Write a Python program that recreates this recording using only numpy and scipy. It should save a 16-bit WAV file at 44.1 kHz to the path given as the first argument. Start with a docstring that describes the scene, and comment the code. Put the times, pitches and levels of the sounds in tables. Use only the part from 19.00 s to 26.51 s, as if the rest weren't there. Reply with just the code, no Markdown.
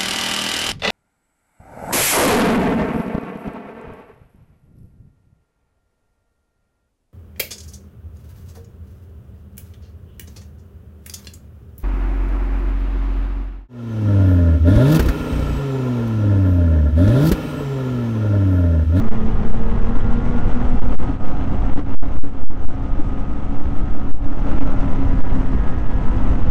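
"""A snowmobile's two-stroke engine drones on a groomed trail, heard from the rider's seat.
Its periodic exhaust pulses form a harmonic series, coloured by the resonances of the hood.
Track lugs hum as they strike the snow, the metal tunnel drums, and skis and chassis rush and rattle.
Turbulent headwind buffets the microphone; its biggest surges drive it into clipping
and choke all other sound for a moment."""
import sys
import numpy as np
from scipy.fft import rfft, irfft, next_fast_len
from scipy.io import wavfile
from scipy.ndimage import map_coordinates

SR = 44100
rng = np.random.default_rng(int(sys.argv[2]) if len(sys.argv) > 2 else 0)


def log_audio(samples):
    """Write samples as a 16-bit WAV file to the path given in sys.argv[1]."""
    # one column per channel
    frames = np.atleast_2d(samples).T
    # limit to full scale, then quantise
    limited = np.clip(frames, -1, 1)
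    pcm = np.round(limited * 32767).astype(np.int16)
    wavfile.write(sys.argv[1], SR, pcm)


N = 331083

# Headwind rumble. Each row: time in seconds, level in dB.
WIND_LEVEL = [(.08, -18.5), (.17, -14), (.45, -15), (1, -13), (1.55, -15.5), (1.8, -11), (2.2, -18),
              (2.6, -16), (3.05, -16), (3.35, -24), (3.85, -19.5), (4.3, -18.5), (4.52, -19), (4.72, -15.5),
              (5.15, -17), (5.55, -14.5), (6.1, -11.5), (6.7, -16), (7.2, -15), (7.5, -6)]
# Single eddies. Each row: centre in seconds, half width in seconds, peak pressure before limiting.
EDDY_THUMPS = [(0.201, 0.021, 0.42), (0.289, 0.016, 0.49), (.735, 0.024, -0.22), (1.023, 0.008, 0.82),
               (1.125, 0.015, -0.7), (1.385, 0.0093, -0.31), (1.45, 0.011, .52), (1.69, 0.018, -0.63),
               (2.275, 0.049, 0.7), (3.926, 0.0095, 0.49), (4.005, 0.019, -0.66), (4.596, 0.039, 0.63),
               (4.79, 0.027, -0.47), (4.955, 0.055, 0.55), (5.28, 0.024, 0.91), (5.366, 0.04, 0.46),
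               (5.72, .018, -0.69), (5.799, 0.016, -0.53), (5.924, 0.016, -0.82), (5.962, 0.013, 0.48),
               (6.029, 0.025, 0.4), (6.115, 0.013, 0.34), (6.284, .026, 0.44), (6.36, 0.015, -0.26),
               (6.399, 0.0081, .42), (6.465, 0.013, -0.49), (6.684, 0.019, -0.56), (6.78, 0.0043, 0.3),
               (6.886, 0.028, 0.38), (7.075, 0.021, -0.67), (7.236, 0.0067, -0.88)]
# Overloading air surges. Each row: centre in seconds, crest length in seconds, push +1 or suction -1.
PRESSURE_SURGES = [(.1, 0.02, 1), (0.49, 0.0067, -1), (0.521, 0.011, -1), (0.537, 0.0042, -1),
                   (0.628, 0.0041, 1), (0.837, 0.0025, 1), (0.978, 0.0071, -1), (1.538, 0.011, -1),
                   (1.806, .013, 1), (1.867, .002, 1), (1.973, 0.031, -1), (2.748, 0.018, -1),
                   (2.988, 0.078, 1), (3.178, 0.0054, -1), (3.212, 0.046, -1), (3.427, 0.006, 1),
                   (3.471, 0.058, 1), (3.669, 0.026, -1), (5.128, 0.027, -1), (5.509, 0.004, -1),
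                   (5.597, 0.014, 1), (5.644, 0.0051, 1), (6.231, 0.01, 1), (7.437, 0.0079, 1)]
# The microphone stays choked after suction. Each row: centre in seconds, half width in seconds, loss in dB.
MIC_CHOKES = [(2.18, 0.025, 8), (2.841, 0.05, 5), (3.32, 0.036, 3.5), (5.17, 0.054, 7.5)]
# Spectra of wind, snow spray, rush and tunnel. Each row: frequency in Hz, relative density in dB.
WIND_SPECTRUM = [(3, -6), (8, 4), (15, 5), (26, -2), (42, -2), (80, -9.5), (150, -17), (300, -30),
                 (700, -55), (2000, -100)]
SPRAY_SPECTRUM = [(1500, -29), (3500, -7), (5000, 0), (6400, 1), (7200, -7), (8400, -5)]
RUSH_SPECTRUM = [(120, -10.5), (330, 2.5), (500, -1), (650, -3), (850, -2.5), (1100, -7), (1400, -9.5),
                 (1700, -15.5), (2050, -16), (2400, -20), (2850, -20.5), (3400, -24.5), (4200, -32.5),
                 (8000, -53.5)]
TUNNEL_SPECTRUM = [(90, -37.5), (158, 2.5), (205, -4), (285, -11), (340, -8.5), (450, -29), (900, -51)]
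# The whole machine, quieter on the smooth middle stretch. Each row: time in seconds, gain in dB.
MACHINE_GAIN = [(0, -32.5), (.8, -33.5), (1.55, -31.5), (2, -34), (2.4, -33), (3, -35.5), (3.5, -40),
                (3.85, -37), (5.3, -36.5), (5.6, -32), (6.5, -34), (6.85, -35), (7.25, -32), (7.5, -32.5)]
# Bumps. Each row: centre in seconds, half width in seconds, boom level in dB, extra machine gain in dB.
TRAIL_BUMPS = [(1.62, 0.0087, 4, 2.5), (1.923, 0.013, 4, 2.5), (2.097, 0.014, 13, 1.5),
               (2.792, 0.017, 14, 5), (3.07, 0.015, 0, 0), (3.26, 0.043, 11, -2.5), (4.001, 0.016, 14, 1.5),
               (5.51, 0.049, -6, 2.5), (6.355, 0.012, 6, 3)]
# Speed of the drive track. Each row: time in seconds, lug rate in Hz.
TRACK_SPEED = [(0, 224), (.2, 221), (.9, 231), (1.5, 242), (2.4, 263), (3, 269), (4, 268), (4.65, 281),
               (5.5, 277), (6.65, 257), (7.5, 253)]
# Lug hum, fullest at low speed. 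Each row: time in seconds, relative level in dB.
HUM_LEVEL = [(.1, 10), (.5, 6.5), (1.3, 6.5), (2, 2.5), (3.7, 1.5), (4.3, 4), (5.5, 3.5), (6.25, 7),
             (6.9, .5), (7.4, 4)]
# The engine gathers pace, cruises, eases off and picks up. Each row: time in seconds, firing rate in Hz.
FIRING_RATE = [(0, 96), (.15, 95.2), (.9, 97.7), (1, 99.3), (1.16, 100.6), (1.6, 103.3), (2.25, 104.8),
               (2.6, 104.2), (3.9, 103.5), (4.3, 104.1), (4.57, 106.6), (5.22, 104.7), (5.8, 100.8),
               (6.35, 96.6), (6.62, 96.5), (7.12, 99.7), (7.35, 101.7), (7.51, 100.6)]
# Engine speed wavers most on rough ground. Each row: time in seconds, depth as a share of the firing rate.
FIRING_WAVER = [(1.3, .0015), (2, .006), (3.2, .006), (3.8, .0015)]
# Exhaust spectrum. Each row: multiple of the firing rate, relative level in dB.
EXHAUST_HARMONICS = [(1, 1.5), (2, -.5), (3, -12.5), (4, -14), (5, -12.5), (6, -13.5), (7, -14.8), (8, -13),
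                     (9, -19), (10, -25), (11, -18), (12, -19), (13, -17.5), (14, -21), (15, -23.5),
                     (16, -28), (17, -26), (18, -28.5), (19, -28.5), (20, -27), (21, -31.5), (22, -32),
                     (26, -33.5)]
# Narrow resonances of the hood. Each row: frequency in Hz, width in Hz, boost in dB.
HOOD_RESONANCES = [(736, 30, 8), (995, 32, 12), (1260, 60, 4.5), (1660, 50, 6)]
# Open throttle sharpens the exhaust. Each row: time in seconds, gain of the upper harmonics in dB.
THROTTLE_BRIGHTNESS = [(0, 2.5), (1.3, 3), (2, -2), (5.2, -1.5), (5.7, -1), (6.1, 3.5), (6.6, 6.5),
                       (7, 5.5), (7.5, 1)]
# Harmonics sing out under load. Each row: multiple, centre in seconds, half width in seconds, boost in dB.
LOAD_FLARES = [(4, .45, .55, 8), (11, 1.1, .4, 6), (14, 1.2, .38, 10), (12, 2.2, .6, 6), (12, 4.3, 1.1, 6),
               (6, 5.65, .35, 8), (13, 5.6, .35, 7), (14, 5.75, .25, 7), (21, 5.9, .2, 6),
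               (10, 6.45, .9, 9.5), (2, 4.75, .5, 4), (19, 6.55, .35, 5), (13, 7.25, .25, 5)]


def amp(db):
    """Amplitude ratio of a level in decibels."""
    return 10 ** (np.asarray(db) / 20)


def unit(x):
    """Normalisation to rms 1."""
    return x / np.sqrt(np.mean(x ** 2) + 1e-20)


def curve(rows):
    """Linear interpolation of (seconds, value) rows at every sample."""
    return np.interp(np.arange(N) / SR, *np.transpose(rows))


def wobble(rate):
    """Smooth random modulation: a spline through rate Gaussian knots a second."""
    coarse = np.arange(0, N + 64, 64)
    knots = rng.standard_normal(int(N * rate / SR) + 4)
    return np.interp(np.arange(N), coarse, map_coordinates(knots, [coarse * rate / SR], mode="nearest"))


def filtered(x, response):
    """Linear filtering: the spectrum of x times a frequency response."""
    size = next_fast_len(N + 8192)
    return irfft(rfft(x, size) * response(np.fft.rfftfreq(size, 1 / SR)), size)[:N]


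def noise(spectrum):
    """Spectral shaping of white noise by (Hz, dB) points on a log axis, at rms 1."""
    points_hz, db = np.transpose(spectrum)
    white = rng.standard_normal(N)
    return unit(filtered(white, lambda hz: amp(np.interp(np.log(hz + 1), np.log(points_hz + 1), db))))


def swell(centre_s, width_s, steep=2):
    """A bell envelope of height 1; steeper ones have a flatter top."""
    return np.exp(-np.minimum(np.abs(np.arange(N) / SR - centre_s) / width_s, 10) ** steep)


def phase_of(hz):
    """Phase as the time integral of frequency."""
    return 2 * np.pi * np.cumsum(hz) / SR


def headwind(sway_db=-17, sway_rate=7, limit=.6):
    """Turbulence: small eddies rumble over a slow sway; big ones sweep them aside and thump."""
    thumps = sum(peak * swell(s, width, steep=3) for s, width, peak in EDDY_THUMPS)
    rumble = amp(curve(WIND_LEVEL)) * noise(WIND_SPECTRUM)
    sway = amp(sway_db) * np.tanh(wobble(sway_rate))
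    pressure = (rumble + sway) * (1 - np.abs(thumps)) + thumps
    return pressure / (1 + (pressure / limit) ** 6) ** (1 / 6)  # soft limit, short of overload


def surges(build=.52, overshoot=.356, spread_s=.028, widen=.51, edge_s=.0034):
    """Overload: air pressure builds, then crests past the limit. Also gives the share of eddies left."""
    t = np.arange(N) / SR
    pushing, sucking, eddy_share = np.zeros(N), np.zeros(N), np.ones(N)
    for centre_s, length_s, direction in PRESSURE_SURGES:
        outside_s = np.abs(t - centre_s) - length_s / 2
        rise = np.exp(-(np.maximum(outside_s, 0) / (spread_s + widen * length_s)) ** 2.1)
        crest = .5 - .5 * np.tanh(outside_s / edge_s)
        surge = direction * (build * rise + overshoot * crest)
        pushing, sucking = np.maximum(pushing, surge), np.minimum(sucking, surge)
        eddy_share = np.minimum(eddy_share, (1 - .6 * rise) * (1 - .8 * crest))
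    return pushing + sucking, eddy_share


def running_noise(firing_phase, rush_db=-.94, spray_db=-27, rattle_db=2.2, grain_db=3.5, jolt_db=.46):
    """Amplitude modulation: firings and ground jolts shake the chassis rush and the skis' snow spray."""
    throb = 1 + .09 * np.cos(firing_phase)
    shake = throb * amp(jolt_db * wobble(55))
    rush = unit(noise(RUSH_SPECTRUM) * shake * amp(rattle_db * wobble(260)))
    spray = unit(noise(SPRAY_SPECTRUM) * shake * amp(grain_db * wobble(500)))
    return amp(rush_db) * rush + amp(spray_db) * spray


def tunnel(level_db=-3, shake_db=2.5, boom_hz=285):
    """Forced vibration: the metal tunnel over the track drums all the time and booms on bumps."""
    drumming = amp(level_db) * unit(noise(TUNNEL_SPECTRUM) * amp(shake_db * wobble(20)))
    blows = sum(amp(db) * swell(s, width) for s, width, db, _ in TRAIL_BUMPS)
    return drumming + blows * np.sin(phase_of(boom_hz + 11 * wobble(60)))


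def track(lug_hz, lug_phase, lugs_per_turn=50, belt_db=2.8, slip_rad=.42, fuzz_db=-1.3, slow_hz=222):
    """Periodic impacts: lugs on snow make a hum that swells each belt turn; uneven snow roughens it."""
    turn_db = belt_db * np.cos(lug_phase / lugs_per_turn + wobble(2))
    phase = lug_phase + slip_rad * wobble(16)
    hum = amp(curve(HUM_LEVEL) + turn_db + 2.2 * wobble(24)) * np.sin(phase)
    octave_db = -1 - .26 * (lug_hz - slow_hz) + turn_db + 3 * wobble(30)  # fades with speed
    octave = amp(octave_db) * np.sin(lug_phase + phase + slip_rad * wobble(40))
    fuzz = wobble(110) * np.sin(phase) + wobble(110) * np.cos(phase)  # a noise band around the hum
    return hum + octave + amp(fuzz_db) * fuzz


def engine(firing_hz, firing_phase, bright_hz=1650, flutter_db=2, jitter_rad=.2):
    """Source and filter: exhaust harmonics flutter in the airflow and are boosted by hood resonances."""
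    throttle_db = curve(THROTTLE_BRIGHTNESS)
    exhaust = np.zeros(N)
    for order, db in EXHAUST_HARMONICS:
        hz = order * firing_hz
        hood_db = sum(boost / (1 + (2 * (hz - centre_hz) / width) ** 2)
                      for centre_hz, width, boost in HOOD_RESONANCES)
        bright_db = throttle_db * np.minimum(hz / bright_hz, 1) ** 8
        flare_db = sum(boost * swell(s, width)
                       for multiple, s, width, boost in LOAD_FLARES if multiple == order)
        gain = amp(db + hood_db + bright_db + flare_db + flutter_db * wobble(15))
        phase = order * firing_phase + jitter_rad * wobble(18) + rng.uniform(0, 2 * np.pi)
        exhaust += gain * np.sin(phase)
    return exhaust


def scene(slap_db=.8, lugs_per_slap=32):
    """Superposition: machine and wind add at one microphone."""
    firing_hz = curve(FIRING_RATE) * (1 + curve(FIRING_WAVER) * wobble(10))
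    lug_hz = curve(TRACK_SPEED)
    firing_phase, lug_phase = phase_of(firing_hz), phase_of(lug_hz)
    slap = amp(slap_db * np.cos(lug_phase / lugs_per_slap))  # the belt's slack makes the noise pulse
    tones = engine(firing_hz, firing_phase) + track(lug_hz, lug_phase)
    chassis = slap * (tunnel() + running_noise(firing_phase))
    bump_db = sum(db * swell(s, width) for s, width, _, db in TRAIL_BUMPS)
    machine = amp(curve(MACHINE_GAIN) + bump_db) * (tones + chassis)
    surge_pressure, eddy_share = surges()
    choke_db = sum(db * swell(s, width) for s, width, db in MIC_CHOKES)
    sound = amp(-choke_db) * (machine + eddy_share * headwind())
    return (sound + surge_pressure)[None]


def record(dry, mic_top_hz=8480, clip_level=.705, output_top_hz=15700):
    """Hard clipping after the microphone's steep treble cut makes whatever rides on a surge crackle."""
    dull = filtered(dry[0], lambda hz: np.clip((mic_top_hz - hz) / 200 + .5, 0, 1))
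    clipped = np.clip(dull, -clip_level, clip_level)
    return filtered(clipped, lambda hz: hz < output_top_hz)[None]


dry = scene()
out = record(dry)
log_audio(out)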